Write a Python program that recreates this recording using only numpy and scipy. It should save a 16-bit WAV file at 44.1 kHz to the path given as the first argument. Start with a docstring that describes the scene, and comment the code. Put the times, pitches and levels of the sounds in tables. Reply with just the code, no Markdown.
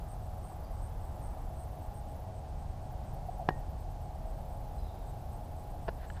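"""Low air rumble and a far machine's drone hang over the edge of a still pond.
Crickets chirp in the grass, each chirp a quick run of wing strokes. A meadow katydid rasps its wings
in a high buzz, ticks, then buzzes again, and a far bird's thin notes echo from the trees.
Twice, loud and close, an angler's gear knocks and rubs on the camera case as the rod is swung round."""
import sys
import numpy as np
from scipy import signal
from scipy.fft import rfft, irfft, next_fast_len
from scipy.io import wavfile
from scipy.ndimage import map_coordinates

SR = 44100
rng = np.random.default_rng(int(sys.argv[2]) if len(sys.argv) > 2 else 0)


def unload_audio(sound):
    """Save the sound as a 16-bit wav file, at the path given as the first command line argument."""
    columns = np.transpose(np.atleast_2d(sound))
    # keep every value between -1 and 1, then stretch to whole-number steps
    steps = np.round(np.clip(columns, -1, 1) * 32767)
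    wavfile.write(sys.argv[1], SR, steps.astype(np.int16))


N = 273420

# boxy tone of the camera case, knocked or scuffed: (frequency [Hz], relative level [dB])
CASE_COLOUR = [(40, -27), (150, -1.5), (250, -7.5), (350, -0.5), (560, -4), (740, -4.5), (980, -4.5),
               (1250, -11.5), (1500, -5.5), (1750, -9.5), (2200, -27.5), (2800, -20), (3800, -29.5),
               (5400, -30.5), (6300, -59)]


def amp(db):
    """Decibels to gain."""
    return 10 ** (np.asarray(db) / 20)


def unit(x):
    """Scale to rms 1."""
    return x / np.sqrt(np.mean(x ** 2) + 1e-20)


def along(points, hz):
    """Read a curve of (Hz, value) points along a log frequency axis."""
    freqs, values = np.transpose(points)
    return np.interp(np.log(hz + 1), np.log(freqs + 1), values)


def wobble(rate):
    """A smooth random curve, rate knots a second."""
    return map_coordinates(rng.standard_normal(int(N * rate / SR) + 4), [np.arange(N) * rate / SR])


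def humps(rows):
    """A gain envelope of bell-shaped swells: (crest [s], spread [s], level [dB])."""
    t = np.arange(N) / SR
    return sum(amp(db) * np.exp(-.5 * ((t - s) / spread) ** 2) for s, spread, db in rows)


def filtered(x, response):
    """Equalise x with a gain given as a function of frequency."""
    size = next_fast_len(N + SR // 2)
    return irfft(rfft(x, size) * response(np.fft.rfftfreq(size, 1 / SR)), size)[:N]


def noise(spectrum):
    """Coloured noise of rms 1."""
    return unit(filtered(rng.standard_normal(N), lambda hz: amp(along(spectrum, hz))))


def causal(gain):
    """The most compact impulse response that has this gain."""
    cepstrum = irfft(np.log(np.maximum(gain, 1e-6)))
    half = len(cepstrum) // 2
    cepstrum[1:half] *= 2
    cepstrum[half + 1:] = 0
    return irfft(np.exp(rfft(cepstrum)))


def add(track, s, sound):
    """Mix a sound in at time s."""
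    part = track[max(round(s * SR), 0):][:len(sound)]
    part += sound[:len(part)]


def glide(length, start_hz, end_hz):
    """A tone that swells and fades while its pitch slides."""
    u = np.linspace(0, 1, int(length * SR))
    return np.sin(np.pi * u) * np.sin(2 * np.pi * np.cumsum(start_hz + (end_hz - start_hz) * u) / SR)


def mode(t, hz, db, t60, attack_s=0.0004):
    """One damped resonance, set going by a contact of finite length."""
    return amp(db - 60 * t / t60) * (1 - np.exp(-t / attack_s)) * np.sin(2 * np.pi * hz * t)


def trees(x, t60, wet_db):
    """The sound with its diffuse echo from the trees."""
    t = np.arange(SR) / SR
    tail = rng.standard_normal(SR) * amp(-60 * t / t60)
    return x + amp(wet_db) * signal.fftconvolve(x, tail / np.linalg.norm(tail))[:N]


def air(rumble_db=-40.7, wash_db=-50, swell_rest_db=-75.5, hiss_db=-68.5):
    """The bed: low rumble, a distant wash over the water that swells a little, and a fine even hiss."""
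    # tone of each layer: (frequency [Hz], relative level [dB])
    rumble_colour = [(8, -20), (20, -9.5), (32, 2), (48, -2.5), (75, -2.5), (105, -8.5), (140, -19),
                     (220, -32.5), (400, -67)]
    wash_colour = [(100, 1), (220, -1.5), (400, -6), (520, -6), (660, 1.5), (780, 1), (920, -6.5),
                   (1100, -13), (1280, -18), (1600, -20.5), (2100, -27.5), (3500, -35.5), (7000, -66)]
    swell_colour = [(600, -15), (950, -1), (1150, 0.5), (1500, -9), (2200, -21.5), (4000, -51)]
    hiss_colour = [(800, -4), (2500, 1.5), (4800, 0.5), (7000, -3), (9500, -6.5), (12000, -7), (15000, -10)]
    # swells in the wash's upper range: (crest [s], spread [s], level [dB])
    swells = [(.8, 1.02, -64.5), (4.8, .2, -72)]
    rumble = amp(rumble_db + .5 * wobble(6)) * noise(rumble_colour)
    wash = amp(wash_db + 0.65 * wobble(5.6)) * noise(wash_colour)
    swell = np.hypot(amp(swell_rest_db), humps(swells)) * noise(swell_colour)
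    return rumble + wash + swell + amp(hiss_db) * noise(hiss_colour)


def machine(shaft_hz=45.95, drift=0.00199, fading_db=3.0, burr_db=-53.5, surge_db=4.5):
    """Far shaft harmonics fade and shift on their way through the air; a low burr surges once."""
    # tones of the drone: (multiple of the shaft speed, rms level [dB])
    harmonics = [(10, -73.5), (12, -67.5), (14, -62), (16, -61), (18, -61), (19, -68), (24, -75.5)]
    # tone of the burr: (frequency [Hz], relative level [dB])
    burr_colour = [(70, -11), (115, -1.5), (140, 7.5), (158, -8.5), (188, -2), (215, -21), (330, -46.5)]
    shaft_phase = 2 * np.pi * shaft_hz * np.cumsum(1 + drift * wobble(1.991)) / SR
    drone = np.zeros(N)
    for order, db in harmonics:
        gain = np.sqrt(2) * amp(db + fading_db * wobble(3.975))
        drone += gain * np.sin(order * shaft_phase + 0.43 * wobble(8) + rng.uniform(0, 2 * np.pi))
    surge = humps([(3.3, 0.55, 0)])
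    return drone + amp(burr_db + surge_db * surge) * noise(burr_colour)


def far_crickets(stroke_hz=101, rest_db=-91):
    """Distant crickets blur into a trembling band that comes in waves."""
    # their band: (frequency [Hz], relative level [dB])
    colour = [(6600, -30), (7350, -1), (7600, -4), (8300, 2), (9200, -9), (9800, -35)]
    # their waves: (crest [s], spread [s], level [dB])
    waves = [(.3, .25, -82), (1.25, .35, -81), (5.6, 0.86, -83), (6.125, .025, -68.5)]
    strokes = 1 + np.cos(2 * np.pi * np.cumsum(stroke_hz + 3 * wobble(6)) / SR)
    tremble = unit(strokes * amp(4 * wobble(13)))
    return np.hypot(amp(rest_db), humps(waves)) * tremble * noise(colour)


def bird():
    """Thin slurred notes from across the water; the trees answer the lower ones for longer."""
    # (time [s], length [s], start pitch [Hz], end pitch [Hz], dry level [dB])
    notes = [(.636, .02, 5100, 4440, -64.5), (4.776, 0.032, 4140, 3940, -64),
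             (4.782, .035, 5080, 4900, -67), (4.838, .035, 3980, 3700, -66), (4.855, .025, 5080, 4900, -72),
             (4.874, .04, 3500, 3750, -68)]
    out = np.zeros(N)
    for s, length, start_hz, end_hz, db in notes:
        note = np.zeros(N)
        add(note, s, amp(db) * glide(length, start_hz, end_hz))
        out += trees(note, t60=min(1.3 * (4000 / start_hz) ** 3, 2), wet_db=1.5)
    return out


def chirps(near_hz=8600, near_db=-63.5, stray_hz=8200, stray_db=-79):
    """The crickets' cues, no two alike: (time [s], length [s], pitch [Hz], relative level [dB])."""
    # the nearest cricket chirps six times and falls silent: (time [s])
    near_times = [.082, .428, .817, 1.214, 1.581, 1.94]
    # its neighbours keep time in even runs:
    # (start [s], period [s], end [s], chirp length [s], pitch [Hz], relative level [dB])
    runs = [(0.21, .266, 2.45, .062, 8240, -70.7), (2.578, .2397, 4.85, .062, 8270, -72.3),
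            (5.052, .255, 5.95, .062, 8250, -70.5), (.38, .334, 1.85, .03, 8430, -74),
            (2.26, .215, 2.8, .03, 8340, -75), (3.155, .247, 4.45, .022, 8340, -73),
            (5.18, .255, 6.05, .03, 8340, -73.5), (.49, .305, 1.55, .06, 7850, -76)]
    # two close crickets overlap: (time [s], length [s], pitch [Hz], relative level [dB])
    close_pair = [(6.065, .052, 7800, -70), (6.112, .062, 8340, -69.5)]
    near = [(s, .062, near_hz, near_db) for s in near_times]
    strays = [(rng.uniform(0, N / SR), .04, stray_hz * rng.normal(1, 0.027), stray_db)
              for _ in range(7)]
    neighbours = [(s, length, hz, db) for first, period, end, length, hz, db in runs
                  for s in np.arange(first, end, period)]
    return [(s, length, hz * rng.normal(1, 0.0047), db + rng.normal(0, .5))
            for s, length, hz, db in near + strays + neighbours + close_pair]


def crickets(stroke_hz=97, arch=0.05, fall=0.12, gain_db=7.5):
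    """Each wing stroke is a short tone whose pitch arches, then drops as the scraper slows."""
    out = np.zeros(N)
    u = np.linspace(0, 1, int(.95 * SR / stroke_hz))
    envelope = np.sin(np.pi * u) * (1 - u / 2)
    for s, length, hz, db in chirps():
        for k in range(max(round(length * stroke_hz), 1)):
            pitch = hz * (1.013 + 0.0077 * rng.normal() - arch * (2 * u - 1) ** 2 - fall * u ** 4)
            stroke = envelope * np.sin(2 * np.pi * np.cumsum(pitch) / SR + rng.uniform(0, 2 * np.pi))
            soft_start_db = -3 * (k == 0)
            add(out, s + k / stroke_hz, amp(db + gain_db + soft_start_db + rng.normal(0, 0.81)) * stroke)
    return trees(out, t60=.2, wet_db=-11.0)


def wing_rasp():
    """The katydid's file scraping, heard through the resonances of its wing."""
    # tone of the scrape: (frequency [Hz], relative level [dB])
    colour = [(8000, -45), (9800, -5.5), (11200, 0), (12200, -3.5), (13000, -2), (13700, -5), (15000, 1),
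              (16000, -4.5)]
    # the wing's sharp peaks and dips: (centre [Hz], width [Hz], lift [dB])
    wing = [(10830, 110, 7), (11400, 90, 8), (12000, 110, -2), (12000, 80, 2), (12740, 60, -2),
            (13720, 140, 9), (14900, 120, -2)]
    lift_db = lambda hz: sum(db / (1 + (2 * (hz - centre) / width) ** 2) for centre, width, db in wing)
    return unit(filtered(noise(colour), lambda hz: amp(lift_db(hz))))


def katydid(attack_s=.17, release_s=0.15, first_tick_s=2.925, tick_db=-66.5):
    """The wings rasp to and fro in two buzzes and close in single ticks between them."""
    # (start [s], end [s], wing stroke rate [Hz], level [dB])
    buzzes = [(-.5, 2.33, 26.9, -70), (4.05, 6.2, 26.3, -70)]
    # faint extra ticks: (time [s], level [dB])
    stray_ticks = [(2.988, -76), (3.048, -72.5)]
    # tone of a tick: (frequency [Hz], relative level [dB])
    tick_colour = [(7500, -40), (9800, -4), (11400, 8), (13000, 0), (15000, 7), (16000, -2)]
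    t = np.arange(N) / SR
    buzz = np.zeros(N)
    for start, end, stroke_hz, db in buzzes:
        attack = 1 - np.exp(-np.maximum(t - start, 0) / attack_s)
        release = np.clip((end - t) / release_s, 0, 1)
        strokes = unit(1 + 0.5 * np.sin(2 * np.pi * stroke_hz * t))
        buzz += amp(db + 1.1 * wobble(stroke_hz)) * attack * release * strokes
    gaps_s = .105 + .113 * .25 ** np.arange(10)  # the ticks quicken to a steady pace
    train = [(s, tick_db + rng.normal(0, .6)) for s in first_tick_s + np.cumsum(gaps_s) - gaps_s]
    ticks = humps([(s, 0.0098, db) for s, db in train + stray_ticks])
    return buzz * wing_rasp() + ticks * noise(tick_colour)


def friction(creak_roughness=0.25):
    """As the angler turns, the camera mount creaks, gear scuffs the case and cloth rubs."""
    # (time [s], length [s], pitch [Hz], level [dB])
    creaks = [(3.284, 0.017, 722, -31.5), (3.39, 0.0196, 764, -37), (3.404, 0.03, 673, -40.5),
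              (5.882, 0.014, 655, -32.5)]
    # gear scuffs and cloth strokes: (crest [s], spread [s], level [dB])
    scuffs = [(3.491, 0.0017, -29), (5.8872, 0.005, -35)]
    rubs = [(6.03, 0.03, -58.5), (6.172, 0.014, -58)]
    # tone of the cloth: (frequency [Hz], relative level [dB])
    cloth_colour = [(300, -26), (700, 0), (1200, -1), (1700, 7), (2300, -8), (4400, -11), (6500, -31)]
    rubbing = humps(rubs) * amp(1.8 * wobble(90.4)) * noise(cloth_colour)
    creaking = np.zeros(N)
    for s, length, hz, db in creaks:
        add(creaking, s, amp(db) * glide(length, hz, hz))
    creaking *= 1 + creak_roughness * wobble(400)
    return creaking + humps(scuffs) * noise(CASE_COLOUR) + rubbing


def buckle():
    """A plastic buckle clicks lightly, its few modes dying at once."""
    # (time [s], level [dB])
    clicks = [(6.1012, -35)]
    # (frequency [Hz], relative level [dB], t60 [s])
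    modes = [(1460, -7, 0.022), (1680, -1.5, 0.02), (2970, -10, .012), (4230, -17, .01)]
    out = np.zeros(N)
    t = np.arange(SR // 2) / SR
    for s, db in clicks:
        add(out, s, sum(mode(t, hz, db + mode_db, t60) for hz, mode_db, t60 in modes))
    return out


def knocks(ring_hz=1858, ring_t60=0.24):
    """Gear strikes the camera case with a dead thud; one small part rings on."""
    # (time [s], thud peak [dB], treble corner [Hz], ring relative to the thud [dB])
    blows = [(3.48802, -21.5, 3500, -42), (3.48921, -13.2, 3500, -32), (3.4939, -33, 700, -47),
             (3.5072, -28, 300, -45), (5.8823, -30, 4000, -39), (5.888, -31, 4000, -41),
             (5.8904, -40, 4000, -43)]
    # damped modes of the case: (frequency [Hz], level relative to the thud [dB], t60 [s])
    case_modes = [(169, -20.5, 0.048), (370, -24, 0.038), (543, -16.5, 0.04), (752, -9.5, 0.028),
                  (934, -11, 0.016), (1687, -10.5, 0.018), (2370, -28.5, 0.027), (2890, -28.5, 0.026),
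                  (4540, -28.5, 0.022), (5420, -26.5, 0.022)]
    out = np.zeros(N)
    t = np.arange(SR // 2) / SR
    hz = np.fft.rfftfreq(len(t), 1 / SR)
    for s, db, corner_hz, ring_db in blows:
        # a softer contact lasts longer and feeds less treble into the case
        thud = causal(amp(along(CASE_COLOUR, hz)) / np.hypot(1, hz / corner_hz))
        body = sum(mode(t, f * rng.normal(1, 0.013), mode_db, t60) / np.hypot(1, f / corner_hz)
                   for f, mode_db, t60 in case_modes)
        ring = mode(t, ring_hz, ring_db, ring_t60)
        add(out, s, amp(db) * (thud / np.abs(thud).max() + body + ring))
    return out


def scene():
    """The pond's bed, its wildlife and the angler's gear at one microphone."""
    bed = air() + machine()
    wildlife = crickets() + far_crickets() + katydid() + bird()
    gear = knocks() + buckle() + friction()
    return (bed + wildlife + gear)[None]


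def record(dry):
    """The camera keeps nothing above its band limit."""
    top_hz = 15400
    return filtered(dry[0], lambda hz: hz < top_hz)[None]


dry = scene()
out = record(dry)
unload_audio(out)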